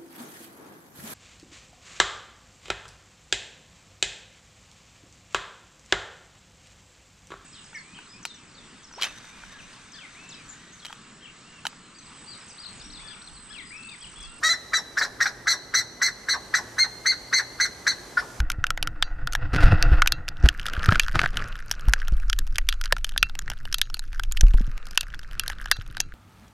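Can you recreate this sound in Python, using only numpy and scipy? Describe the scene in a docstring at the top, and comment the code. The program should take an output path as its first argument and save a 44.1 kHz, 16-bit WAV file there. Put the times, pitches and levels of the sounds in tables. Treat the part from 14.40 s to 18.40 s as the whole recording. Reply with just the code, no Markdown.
"""Over a faint outdoor hush and hum, an ibis on a palm starts honking, about four times a second.
Each honk breaks out of a low croak into a tone near 2 kHz that rises and falls, then croaks again.
The two sides of the bird's voice box sing slightly different notes; together with rasp and a wobble
that repeats every third vibration, this makes the honk harsh. The bird ends on one short hoot.
Its calls echo from nearby leaves and far trees."""
import sys
import numpy as np
from scipy import signal
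from scipy.fft import rfft, irfft
from scipy.io import wavfile

SR = 44100
rng = np.random.default_rng(int(sys.argv[2]) if len(sys.argv) > 2 else 0)


def put_to_file(sound):
    """Save the sound as 16-bit audio at rate SR, in the file named by the first command-line argument."""
    columns = np.atleast_2d(sound).T  # one column per channel
    safe = np.clip(columns, -1, 1)
    whole_steps = np.round(safe * 32767)
    wavfile.write(sys.argv[1], SR, whole_steps.astype(np.int16))


N = 176400

# Tone colour of the outdoor hush (frequency [Hz], relative level [dB])
AIR_COLOUR = [(18, -45), (32, -27), (42, 3), (60, 0), (90, -2), (150, -2.5), (400, -1), (550, -4.5),
              (850, -6), (1200, -8.5), (1800, -13), (2800, -19.5), (6000, -15), (10000, -21.5),
              (14000, -28.5), (15500, -63)]
# Loudness of the hush (time [s], level [dB])
AIR_LEVEL = [(0, -49), (.6, -48), (2, -47), (3, -47), (4, -44)]
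# Drift of its treble (time [s], boost [dB])
HISS_BOOST = [(0, 1), (1.5, -3.5), (2.3, 2), (3.2, 0.5), (4, 1)]
# How alike it is in the two ears (frequency [Hz], likeness [0 to 1])
AIR_LIKENESS = [(40, 1), (120, 0.97), (400, 0.89), (1500, 0.55), (5000, 0.75), (12000, 0.17)]
# Low humming tones (frequency [Hz], level [dB])
HUM_TONES = [(43, -71.5), (119, -59)]
# Tone colour the throat gives a croak (frequency [Hz], relative level [dB])
CROAK_COLOUR = [(200, -39), (600, -22.5), (800, -23.5), (950, -24.5), (1250, -11), (1520, 2), (1880, 1),
                (2150, -8), (2450, -20.5), (2900, -31.5), (4000, -19.5), (5500, -22), (8000, -37),
                (15000, -53)]
# One row per honk (start [s], length [s], base pitch [Hz], pitch shake [fraction], lowest tone [dB],
# octave [dB], upper overtones [dB], growth of those and the rasp [dB], tripling [dB], second voice [dB],
# rasp [dB], opening croak [dB], screech [dB], closing croak [dB], grunt [dB])
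HONKS = [ (0.029, 0.054, 1980, 0.0034, -22.5, -20, -35, 4, -27, -31, -29, -25, -51, -31, -57),
         (0.082, 0.047, 2082, .003, -25, -20, -34.5, 4, -30.5, -35, -42, -38, -50, -30.5, -50),
         (0.332, 0.043, 2030, .0015, -31, -19, -32, 6.5, -31.5, -44, -44, -19, -41, -33.5, -40.5),
         (0.57, .024, 1800, 0.014, -26, -34, -36, 11, -54, -2, -34, -22, -41.5, -42, -36.5),
         (.611, 0.029, 2043, 0.017, -37, -26, -40, 10.5, -36, -9, -33, -20, -48, -29.5, -40.5),
         (0.803, 0.03, 1921, 0.025, -21.5, -30, -44, 18, -36, -2, -34, -19, -40, -43, -37.5),
         (0.855, .026, 2012, 0.012, -41, -33, -39.5, 2, -52, -2, -41, -19, -52, -36, -45),
         (1.069, 0.059, 2075, 0.0126, -27.5, -23, -34, 10.5, -34.5, -6.5, -30, -19.5, -25, -32, -45.5),
         (1.338, 0.062, 2070, 0.0062, -27.5, -24, -31, -2, -38.5, -4.5, -29, -20, -20, -32.5, -51),
         (1.615, .062, 2105, 0.0058, -25.5, -26.5, -33.5, -5, -44.5, -3, -29, -22, -22.5, -27.5, -59),
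         (1.884, 0.05, 2068, 0.008, -31, -24, -31.5, -3.5, -48, -3, -38, -23.5, -29, -26, -34.5),
         (2.138, 0.037, 2070, 0.019, -28, -28, -35.5, 5, -37, -8.5, -31, -17, -24, -30.5, -37),
         (2.381, .056, 2168, 0.0036, -26.5, -20, -31.5, -12, -49, -17, -42, -23, -33, -28.5, -42),
         (2.656, .063, 2132, 0.0048, -26.5, -23, -34, -12, -59, -1, -54, -23.5, -23.5, -28, -59),
         (2.926, .063, 2119, 0.0059, -24.5, -24, -36, 7, -55, -1, -36.5, -20, -21.5, -22, -44),
         (3.198, 0.05, 2093, 0.0069, -26, -26, -31.5, -2, -50, 0.5, -39, -20.5, -23.5, -26.5, -60),
         (3.466, .046, 2091, 0.013, -30.5, -26.5, -33, -11, -43, -0.5, -36, -18, -26, -31, -55), ]
# Upper overtones of a voice (multiple of the pitch [number], relative level [dB])
OVERTONES = [(3, 0.5), (4, -11), (5, -20), (6, -23), (7, -38)]
# Tone colour of tripling, the wobble on every third vibration (frequency [Hz], relative level [dB])
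TRIPLING_COLOUR = [(690, -9.5), (1350, 8), (2000, 18), (2750, -14), (3350, -5), (4700, 4), (5300, -22),
                   (6600, 2), (7300, 2.5), (9000, -7.5), (10500, -16), (12000, -21), (15000, -53)]
# Tone colour of a honk's rasp (frequency [Hz], relative level [dB])
RASP_COLOUR = [(200, -55), (900, -12), (1350, -9), (1850, 4), (2250, -5.5), (2850, -51.5), (3500, -29.5),
               (4050, 6.5), (4550, -3), (5100, -3.5), (5850, 8.5), (6900, -31), (7800, -1.5), (9200, -27.5),
               (12300, -14.5), (15500, -44)]
# How long the far trees echo (frequency [Hz], time to fade by 60 dB [s])
FAR_FADE = [(500, 1.25), (2000, 1.75), (4200, 0.94), (6500, 2.16), (12000, 0.29)]
# Tone colour of that echo (frequency [Hz], relative level [dB])
FAR_COLOUR = [(500, 16), (1500, -2.5), (2100, -2), (4200, 4), (6000, -3.5), (12000, -9.5)]
# Tones of the hoot (pitch [Hz], level [dB], start of fade [s])
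HOOT_TONES = [(1501, -15, 0.012), (1765, -25, 0.024), (1056, -33, 0.018)]
# Tone colour of the hoot's rasp (frequency [Hz], relative level [dB])
HOOT_RASP_COLOUR = [(300, -7.5), (1100, -5), (2100, 1), (2700, -17), (3300, -10), (5400, 0), (6500, -28),
                    (10000, -17.5), (15000, -44)]

CALL_SAMPLES, WHEEZE_S, SHAKE_HZ = 8192, 0.017, 453
ARCH, CREST, DEEPEST_SAG = 0.0847, .64, 0.175  # pitch starts ARCH low and peaks at CREST of the length
THROAT_HZ, THROAT_WIDTH_HZ = 4282, 650  # the throat rings here and favours an octave in this range


def amp(db):
    """Turns decibels into a number to multiply by."""
    return 10 ** (np.asarray(db) / 20)


def unit(x):
    """Scales a signal to an average strength (rms) of 1."""
    return x / np.sqrt(np.mean(x ** 2) + 1e-20)


def read(points, hz):
    """Looks up a frequency in a table, spacing octaves evenly."""
    f, value = np.transpose(points)
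    return np.interp(np.log(hz + 1), np.log(f + 1), value)


def add(mix, start_s, sound):
    """Mixes a sound in at the given time."""
    part = mix[max(round(start_s * SR), 0):][:len(sound)]
    part += sound[:len(part)]


def colour(x, points, shift=1):
    """Gives x a tone colour, at strength 1; a shift below 1 moves the colour lower."""
    n = x.shape[-1]
    gain = amp(read(points, np.fft.rfftfreq(n, 1 / SR) / shift))
    return unit(irfft(rfft(x) * gain, n))


def wander(n, hz):
    """A smooth random wobble, mostly slower than hz."""
    smoothing = 1 + (np.fft.rfftfreq(n, 1 / SR) / hz) ** 2
    return unit(irfft(rfft(rng.standard_normal(n)) / smoothing, n))


def gate(t, rise, hold, fall):
    """A loudness shape that rises, stays up until the time hold, then dies away."""
    return np.clip(t / rise, 0, 1) * np.exp(-np.maximum(t - hold, 0) / fall)


def phase_of(hz):
    """Turns a changing pitch into the angle for a sine wave."""
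    return 2 * np.pi * np.cumsum(hz) / SR


def background():
    """A distant outdoor hush with a thin hiss and a wavering low hum."""
    hz, frame_s, noise = signal.stft(rng.standard_normal((2, N)), SR, nperseg=8192)
    same = np.clip(read(AIR_LIKENESS, hz), -1, 1)[:, None]
    mid, side = noise[0] * np.sqrt(1 + same), noise[1] * np.sqrt(1 - same)
    treble_db = np.clip(hz / 2500, 0, 1)[:, None] * np.interp(frame_s, *np.transpose(HISS_BOOST))
    spectrum = np.array([mid + side, mid - side]) * amp(read(AIR_COLOUR, hz)[:, None] + treble_db)
    air = unit(signal.istft(spectrum, SR, nperseg=8192)[1][:, :N])
    air *= amp(np.interp(np.arange(N) / SR, *np.transpose(AIR_LEVEL)))
    hum = sum(amp(db) * unit((1 + 0.49 * wander(N, 9)) * np.sin(phase_of(f + 3.45 * wander(N, 6.3))))
              for f, db in HUM_TONES)
    return (air + hum) * amp([[-0.68], [0.68]])  # slightly to the right


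def wheeze():
    """A faint breath as pressure builds before a honk."""
    t = np.arange(2048) / SR
    breath = colour(rng.standard_normal(len(t)), CROAK_COLOUR, shift=0.79)
    return amp(-38.5) * gate(t, WHEEZE_S, WHEEZE_S, fall=0.015) * breath


def croak(n, shift=1):
    """Thin flaps in the voice box slap unevenly and ring the throat; the airflow limits their swing."""
    slap_hz = 327.5 * np.exp(0.36 * wander(n, 300))
    slaps = np.diff(np.floor(np.cumsum(slap_hz) / SR), prepend=0)
    ring = colour(unit(slaps) + 1.05 * rng.standard_normal(n), CROAK_COLOUR, shift)
    swing = abs(signal.hilbert(ring))
    return unit(ring / np.sqrt(1 + 0.15 * swing ** 2))


def honk(length, hz, jitter, low_db, octave_db, upper_db, growth_db, triple_db, second_db,
         rasp_db, open_db, screech_db, close_db, grunt_db):
    """Two shaky voices rise and fall in pitch together, with a croak at each end."""
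    n = CALL_SAMPLES
    t = np.arange(n) / SR
    progress = t / length
    slack = abs(progress / CREST - 1) ** 2.1
    pitch = hz * (1 - np.minimum(ARCH * slack, DEEPEST_SAG))
    unsteady = jitter * (1 + 2.1 * np.minimum(slack, 1))  # shakier as the voice catches and lets go

    delay_s, rise_s, release_s, trail_s = 0.00067, 0.008, 0.0016, 0.017
    age, hold = t - delay_s, length - delay_s
    trail, linger = amp(-13.5), amp(-6)  # shares of the tone and upper overtones that outlast the rest
    tone_shape = (1 - trail) * gate(age, rise_s, hold, release_s)
    tone_shape += trail * gate(age, rise_s, hold + trail_s, fall=0.0069)
    upper_shape = (1 - linger) * tone_shape + linger * gate(age, rise_s, hold + trail_s, release_s)
    octave_swell = np.clip(t / 0.017, 0, 1)
    growth = amp(growth_db * (np.minimum(progress, 1) - .5)) * np.clip(t / rise_s, 0, 1)

    def voice(ratio, lowest_db, bright_db, shake):
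        """One side of the voice box vibrates at ratio times the pitch; gives its phase and sound."""
        phase = phase_of(ratio * pitch * (1 + shake * unsteady * wander(n, SHAKE_HZ)))
        throat = 1 / np.hypot(1, (2 * (2 * ratio * pitch - THROAT_HZ) / THROAT_WIDTH_HZ) ** 2)
        octave = amp(octave_db) * octave_swell * throat * np.sin(2 * phase)
        overtones = sum(amp(bright_db + db) * np.sin(round(k) * phase) for k, db in OVERTONES)
        wave = tone_shape * (amp(lowest_db) * np.sin(phase) + octave) + upper_shape * growth * overtones
        return phase, np.sqrt(2) * wave * (1 + 0.034 * wander(n, SHAKE_HZ))

    phase, first = voice(0.98, low_db, upper_db, shake=0.97)
    _, second = voice(1.048, low_db - 11.5, upper_db - 8, shake=1.545)  # higher, duller, less steady
    tripled = amp(triple_db) * tone_shape * tripling(pitch, phase)
    rasp = colour(rng.standard_normal(n) * np.exp(.5 * wander(n, 240)), RASP_COLOUR)
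    harsh = tone_shape * (tripled + amp(rasp_db) * growth * rasp)
    opening = amp(open_db) * gate(t, rise=0.0026, hold=0.012, fall=0.006) * croak(n)
    opening += amp(screech_db) * screech(t)
    closing_shape = 1 / np.cosh((t - length - 0.01) / 0.0057)  # peaks 10 ms after the loud part
    closing = amp(close_db) * closing_shape * croak(n, shift=0.992)
    closing += amp(grunt_db) * grunt(t - length)
    return first + amp(second_db) * second + harsh + opening + closing


def tripling(pitch, phase):
    """The vibration repeats only every third swing, adding tones at thirds of the pitch."""
    thirds = [k / 3 for k in range(1, 22) if k % 3]
    return unit(sum(amp(read(TRIPLING_COLOUR, k * pitch)) * np.sin(k * phase + 2 * np.pi * rng.random())
                    for k in thirds))


def screech(t):
    """A high, rough ring flares up in the throat while the voice catches."""
    centre_hz, peak_s = 6060, 0.0168
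    hz = centre_hz * (1 + ARCH * np.tanh(t / peak_s - 1) / 2) * (1 + 0.021 * wander(len(t), 600))
    flare = np.exp(-.5 * (np.log((t + 1e-6) / peak_s) / 0.26) ** 2)
    return flare * unit(np.sin(phase_of(hz)) * (1 + .5 * wander(len(t), 400)))


def grunt(t):
    """A slack, rough tone that sinks away; t counts from the end of the call's loud part."""
    from_peak_s = t - 0.02
    hz = 1036 * np.exp(-14 * np.clip(from_peak_s, -.03, .04))
    phase = phase_of(hz * (1 + 0.1997 * wander(len(t), 607)))
    swell = np.exp(-.5 * (from_peak_s / 0.016) ** 2)
    return swell * unit(np.sin(phase) * (1 + 0.78 * wander(len(t), 380)))


def echoes(x):
    """Sound bounces quickly off nearby leaves, and far trees add a long, faint tail."""
    t = np.arange(SR) / SR
    near_fade_s, stereo_width = 0.13, 0.54
    bounces = rng.standard_normal((2, SR)) * (rng.random((2, SR)) < .05)
    near = bounces * amp(-60 * t / near_fade_s) * (t > .002)
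    hz, frame_s, spectrum = signal.stft(rng.standard_normal((2, SR)), SR, nperseg=256)
    spectrum *= amp(read(FAR_COLOUR, hz)[:, None] - 60 * frame_s / read(FAR_FADE, hz)[:, None])
    far = signal.istft(spectrum, SR, nperseg=256)[1][:, :SR] * np.clip(t / 0.09, 0, 1)
    mid, side = (amp(-8.5) * unit(near) + amp(-20) * unit(far)) / np.sqrt(SR)
    left_right = np.array([mid + stereo_width * side, mid - stereo_width * side])
    return signal.fftconvolve(x[None], left_right, axes=1)[:, :N]


def hoot():
    """The short last call: lower tones beat against each other with a little rasp, then a grunt."""
    n, length_s, rise_s, fall_s = CALL_SAMPLES, 0.039, 0.0066, 0.0035
    t = np.arange(n) / SR
    tones = np.zeros(n)
    for hz, db, hold in HOOT_TONES:
        phase = phase_of(hz * (1 + 0.036 * wander(n, SHAKE_HZ)))
        tones += amp(db) * gate(t, rise_s, hold, fall_s) * np.sin(phase)
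    rasp = gate(t, rise_s, length_s, fall_s) * colour(rng.standard_normal(n), HOOT_RASP_COLOUR)
    return np.sqrt(2) * tones + amp(-35.5) * rasp + amp(-41) * grunt(t - length_s)


def ibis():
    """All the bird's calls in order: the honks, then the hoot."""
    calls, previous_start = np.zeros(N), -1
    for start, *settings in HONKS:
        if start - previous_start > .1:  # it wheezes only after a rest
            add(calls, start - WHEEZE_S, wheeze())
        add(calls, start, honk(*settings))
        previous_start = start
    add(calls, start_s=3.769, sound=hoot())
    return calls


def scene():
    """The bird just left of centre, its echoes and the background."""
    bird = ibis()
    return bird * amp([[0.63], [-0.63]]) + echoes(bird) + background()


def record(dry):
    """Cuts away the highest treble, above 15750 Hz."""
    low_pass = signal.firwin(511, 15750, window=("kaiser", 9), fs=SR)
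    return signal.oaconvolve(dry, low_pass[None], "same")


dry = scene()
out = record(dry)
put_to_file(out)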